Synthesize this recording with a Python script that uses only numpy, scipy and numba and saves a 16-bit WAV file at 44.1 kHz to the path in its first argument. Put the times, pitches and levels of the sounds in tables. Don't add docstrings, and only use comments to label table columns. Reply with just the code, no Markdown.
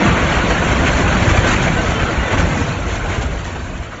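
import sys
import numpy as np
from scipy import signal
from scipy.fft import rfft, irfft
from scipy.io import wavfile
from scipy.ndimage import uniform_filter1d
from numba import njit

SR = 44100
rng = np.random.default_rng(int(sys.argv[2]) if len(sys.argv) > 2 else 0)


def log_audio(samples):
    frames = np.atleast_2d(samples).T
    limited = np.clip(frames, -1, 1)
    pcm = np.round(limited * 32767).astype(np.int16)
    wavfile.write(sys.argv[1], SR, pcm)


N = 176400

# (time [s], relative level [dB])
SLAB_LEVELS = [(0, -24), (.7, -19.5), (1.15, -21.5), (1.32, -19.5), (1.43, -20.5), (1.8, -21.5),
               (2.28, -25), (2.38, -21), (2.56, -23), (2.8, -25), (3.02, -22), (3.33, -25.5), (3.4, -28),
               (3.76, -26.5), (4, -36.5)]
BLOCK_LEVELS = [(0, -16), (.12, -16.5), (.18, -20), (.4, -22), (.7, -20), (1.28, -18.5), (1.345, -21.5),
                (1.42, -20), (1.68, -19.5), (1.9, -21), (2.29, -26.5), (2.35, -20.5), (2.6, -21),
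                (2.8, -27.5), (3.2, -27.5), (3.5, -31.5), (3.8, -31), (3.87, -36.5), (4, -35)]
MASONRY_LEVELS = [(0, -20), (.3, -21), (1.5, -20), (1.62, -22), (2.25, -23), (2.42, -21.5), (2.75, -27),
                  (3.17, -27), (3.35, -30.5), (3.58, -33.5), (3.65, -33), (4, -35.5)]
BRICK_LEVELS = [(0, -19.5), (.6, -20.5), (1.2, -21), (1.58, -19), (1.8, -24), (2.2, -23.5), (2.4, -26),
                (2.5, -24.5), (2.8, -29), (3.15, -27.5), (3.3, -31), (3.65, -34.5), (4, -36.5)]
GRIT_LEVELS = [(0, -32), (.7, -32), (.82, -31.5), (1.45, -30.5), (1.53, -29.5), (1.6, -32), (1.78, -32),
               (2.0, -33.5), (2.25, -36), (2.42, -36), (2.62, -33), (2.85, -38.5), (3.2, -37),
               (3.28, -41.5), (3.33, -39.5), (3.38, -40), (3.55, -41.5), (3.83, -44), (4, -47.5)]
# (frequency [Hz], relative level [dB])
DEBRIS_TONE = [(15, -41), (25, -8.5), (43, -1), (60, 1), (75, 0), (110, -3), (145, -6), (185, -7.5),
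               (223, -11), (275, -11), (335, -10.5), (410, -14.5), (500, -12), (680, -12), (848, -16),
               (1050, -15), (1210, -16.5), (1420, -14.5), (1530, -13), (1700, -17), (1900, -17.5),
               (2250, -18), (2650, -21), (3070, -23.5), (3540, -28), (4280, -30), (4940, -36.5),
               (6260, -29.5), (7400, -29), (9620, -71.5), (16300, -120)]
# (start [s], length [s], crumble [dB], crunch [dB], chips [dB], grit [dB])
RUBBLE_SPILLS = [(0.003, 0.027, -20.5, -25.5, -32, -37.5), (0.056, 0.025, -24, -22, -29, -36),
                 (0.16, 0.025, -21, -24.5, -31.5, -38), (0.311, 0.018, -21, -26.5, -30.5, -32.5),
                 (0.37, .04, -25.5, -24.5, -28.5, -40.5), (0.491, 0.025, -18.5, -23.5, -27, -32),
                 (0.661, 0.063, -29, -26, -29, -35.5), (0.856, 0.031, -25.5, -20, -20, -30),
                 (0.96, 0.036, -32, -28.5, -30, -31), (1.122, 0.038, -25.5, -21.5, -31, -37),
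                 (1.214, 0.017, -24, -25, -29, -32.5), (1.287, 0.023, -23, -21, -27.5, -29),
                 (1.364, 0.017, -26, -24, -22, -34), (1.435, .03, -22, -27.5, -32.5, -33.5),
                 (1.466, 0.069, -29, -25, -28.5, -29), (1.614, 0.025, -28, -25.5, -28.5, -30.5),
                 (1.67, .015, -21.5, -24.5, -35.5, -41), (1.862, 0.053, -30.5, -26.5, -32, -36.5),
                 (1.991, 0.034, -25, -25, -26, -47.5), (2.301, 0.04, -26, -22, -25, -33),
                 (2.368, 0.04, -25, -21.5, -28, -30.5), (2.875, 0.091, -33.5, -35.5, -36.5, -36.5),
                 (3.087, 0.077, -31.5, -33, -33.5, -39.5), (3.207, 0.02, -28.5, -32.5, -32.5, -33),
                 (3.434, 0.047, -37, -39.5, -39.5, -40.5), (3.545, 0.019, -28.5, -34.5, -35.5, -45),
                 (3.814, .02, -40, -37.5, -42.5, -45), (3.903, 0.035, -42.5, -34.5, -47, -54.5)]
# (time [s], pitch [Hz], relative level [dB], ring length [cycles])
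LANDINGS = [(0.003, 290, -12.5, 1.8), (0.018, 191, -5, 2.6), (0.057, 175, -6.5, 2.3),
            (0.098, 85, -6.5, 1.3), (0.228, 70, -15, 1), (0.246, 183, -14.5, 2.7), (0.372, 86, -11, .7),
            (0.437, 180, -10, 2), (0.49, 178, -12, 2.3), (0.556, 215, -11, 1.5), (0.689, 57, -12, 1.8),
            (0.805, 60, -13, 1.3), (0.836, 272, -11.5, 2), (0.926, 161, -16, 1.5), (0.95, 59.5, -12, 1.5),
            (0.997, 213, -8, 1.5), (1.036, 88, -6, 1.7), (1.063, 170, -10, 1.5), (1.15, 201, -14.5, 2.8),
            (1.215, 96, -10.5, 2.6), (1.272, 120, -4.5, 2), (1.314, 79.5, -5.5, 1), (1.385, 103, -1, .8),
            (1.465, 105, -10, 1.1), (1.48, 36, -16.5, 1.8), (1.545, 215, -14, 2), (1.615, 134, -8, 1.6),
            (1.645, 130, -9.5, 2), (1.698, 164, -11.5, 2.4), (1.785, 72, -14, 1.8), (1.83, 165, -13, 1.5),
            (1.88, 55, -15, 2), (2.036, 108, -4.5, 0.45), (2.176, 62, -11.5, 1.8), (2.329, 95, -8, 1.2),
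            (2.39, 44, -14, 2.1), (2.368, 82.5, -16, 1.5), (2.431, 78, -7.5, 0.97), (2.471, 171, -14, 1.8),
            (2.52, 148, -14.5, 2), (2.614, 94.5, -6, 0.55), (2.693, 120, -7.5, 0.64),
            (2.813, 143, -19, 1.5), (2.96, 41, -18, 2.4), (3.18, 105, -9, 1.2), (3.25, 69, -12.5, 1),
            (3.32, 65, -15, .9), (3.47, 162.4, -21.5, 1.8), (3.55, 150, -20.5, 1.9), (3.675, 130, -21, 1.9),
            (3.799, 79.8, -18, 0.99)]
# (frequency [times its pitch], relative level [dB])
SLAB_TONES = [(1.001, 0), (1.9, -7.5), (3.4, -15.5)]
# (frequency [times the firing rate], relative level [dB])
EXHAUST_TONES = [(1, -2), (2, -8.5), (3, -17.5)]
# (delay [s], relative level [dB])
ECHOES = [(.0047, -20.5), (0.0112, -16), (0.0213, -19.5), (.034, -20.5)]


def collapse():
    slabs = steady(debris(24, 121.5, count=1500, spread_db=1.1, cycles=1.1), span_s=.07, share=.65)
    blocks = steady(debris(120, 351, count=1400, spread_db=2, cycles=1.7), span_s=.059, share=.65)
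    masonry = steady(debris(355.7, 1098, count=4000, spread_db=1.97, cycles=8.9), span_s=.097, share=.64)
    bricks = steady(debris(1101.7, 3514, count=6000, spread_db=2, cycles=15), span_s=.08, share=.5)
    grit = steady(debris(3500, 7600, count=9000, spread_db=2.5, cycles=64), span_s=.12, share=.8)
    clumps_per_s = 40
    clumps = wander(count=int(clumps_per_s * N / SR))
    return (gain(.5) * slabs * level_curve(SLAB_LEVELS)
            + gain(-.36) * blocks * level_curve(BLOCK_LEVELS)
            + gain(-1 + .28 * clumps) * masonry * level_curve(MASONRY_LEVELS)
            + gain(-1.18 + .45 * clumps) * bricks * level_curve(BRICK_LEVELS)
            + gain(-1.44 + .8 * clumps) * grit * level_curve(GRIT_LEVELS))


def debris(low_hz, high_hz, count, spread_db, cycles):
    when, pitch, luck, ring_length = rng.random((count, 4)).T
    hz = .7 * low_hz + pitch * (1.3 * high_hz - .7 * low_hz)
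    size = gain(-spread_db * np.log(np.maximum(luck, .01))) * np.sqrt(hz)
    size *= rng.choice([-1., 1.], count)
    ring_cycles = np.clip(cycles, .2, 200) * (.5 + ring_length)
    hits = debris_band(ring(when, hz, size, ring_cycles), low_hz, high_hz)
    echo_s, echo_db = .2, -4
    fade = np.exp(-2 * np.log(1000) * np.arange(N) / SR / echo_s)
    lingering = np.sqrt(np.abs(irfft(rfft(hits ** 2) * rfft(fade), N)))
    echo = lingering * debris_band(rng.standard_normal(N), low_hz, high_hz)
    return normalize(hits + gain(echo_db) * normalize(echo))


@njit
def ring(when, hz, size, cycles):
    out = np.zeros(N)
    for k in range(len(when)):
        life = cycles[k] * SR / hz[k]
        step = np.exp(2j * np.pi * hz[k] / SR - 1 / life)
        vibration = size[k] + 0j
        first = int(when[k] * N)
        for i in range(first, first + int(5 * life)):
            out[i % N] += vibration.imag
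            vibration *= step
    return out


def debris_band(x, low_hz, high_hz):
    f = np.arange(N // 2 + 1) * SR / N + 1e-3
    hz, db = np.array(DEBRIS_TONE).T
    tone = gain(np.interp(np.log(f), np.log(hz), db))
    band = 1 / np.sqrt((1 + (low_hz / f) ** 12) * (1 + (f / high_hz) ** 12))
    return normalize(irfft(rfft(x) * tone * band, N))


def steady(x, span_s, share):
    power = uniform_filter1d(x ** 2, int(span_s * SR), mode="wrap")
    return normalize(x / np.maximum(power, 1e-9) ** (share / 2))


def surges():
    crumble = steady(debris(304, 1000, count=3000, spread_db=1, cycles=4.4), span_s=.023, share=.8)
    crunch = steady(debris(900, 2100, count=4000, spread_db=1.7, cycles=7), span_s=.033, share=.8)
    chips = steady(debris(2000, 3500, count=5000, spread_db=1.8, cycles=7.3), span_s=.03, share=.98)
    grit = steady(debris(3400, 7600, count=8000, spread_db=1, cycles=9), span_s=.03, share=.8)
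    rise_s, fade_s = .012, .018
    out = np.zeros(N)
    for start, length, crumble_db, crunch_db, chips_db, grit_db in RUBBLE_SPILLS:
        age = np.arange(N) / SR - start
        swell = np.clip(age / rise_s, 0, 1) * np.exp(-np.maximum(age - length, 0) / fade_s)
        out += swell * (gain(crumble_db) * crumble + gain(crunch_db) * crunch
                        + gain(chips_db) * chips + gain(grit_db) * grit)
    return out


def thumps():
    rise_cycles = .3
    out = np.zeros(N)
    for start, hz, db, cycles in LANDINGS:
        first = int(start * SR)
        age = np.arange(min(SR // 4, N - first)) / SR
        for multiple, tone_db in SLAB_TONES:
            turns = age * hz * multiple
            swell = (1 - np.exp(-turns / rise_cycles)) * np.exp(-turns / cycles)
            tone = swell / swell.max() * np.sin(2 * np.pi * turns)
            out[first:first + len(age)] -= gain(db + tone_db) * tone
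    return out * gain(-1.5)


def clinks():
    return gain(-8.5) * debris(900, 4600, count=700, spread_db=3.5, cycles=74) * level_curve(BRICK_LEVELS)


def excavator():
    firing_hz, start_db, half_level_s = 56.7, -28, 2.7
    t = np.arange(N) / SR
    wavering_hz = firing_hz * (1 + .029 * wander(count=40))
    phase = 2 * np.pi * np.cumsum(wavering_hz) / SR
    drone = sum(gain(db) * np.sin(multiple * phase) for multiple, db in EXHAUST_TONES)
    return normalize(drone) * gain(start_db) / (1 + (t / half_level_s) ** 4)


def add_echoes(x):
    t = np.arange(N) / SR
    echoes = np.zeros(N)
    for delay, db in ECHOES:
        drifting_delay = delay * (1 + .08 * wander(count=7))
        echoes += gain(db) * np.interp(t - drifting_delay, t, x, left=0)
    return normalize(x + echoes) * np.std(x)


def wander(count):
    return 1.2 * np.interp(np.arange(N), np.linspace(0, N, count), rng.standard_normal(count))


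def level_curve(rows):
    times, db = np.array(rows).T
    return gain(np.interp(np.arange(N) / SR, times, db))


def gain(db):
    return 10 ** (np.asarray(db) / 20)


def normalize(x):
    return x / np.sqrt(np.mean(x ** 2) + 1e-18)


def scene():
    rubble = add_echoes(collapse() + clinks() + surges())
    return (rubble + thumps() + excavator())[None]


def record(dry):
    dip_hz, dip_width_hz, dip_db = 4980, 130, -9
    peak_limit, top_hz = .8, 7600
    f = np.arange(N // 2 + 1) * SR / N
    dip = gain(dip_db * np.exp(-((f - dip_hz) / dip_width_hz) ** 2))
    dipped = irfft(rfft(dry) * dip, N)
    rounded = dipped / (1 + (dipped / peak_limit) ** 6) ** (1 / 6)
    return signal.sosfilt(signal.ellip(12, .1, 80, top_hz, fs=SR, output="sos"), rounded)


dry = scene()
out = record(dry)
log_audio(out)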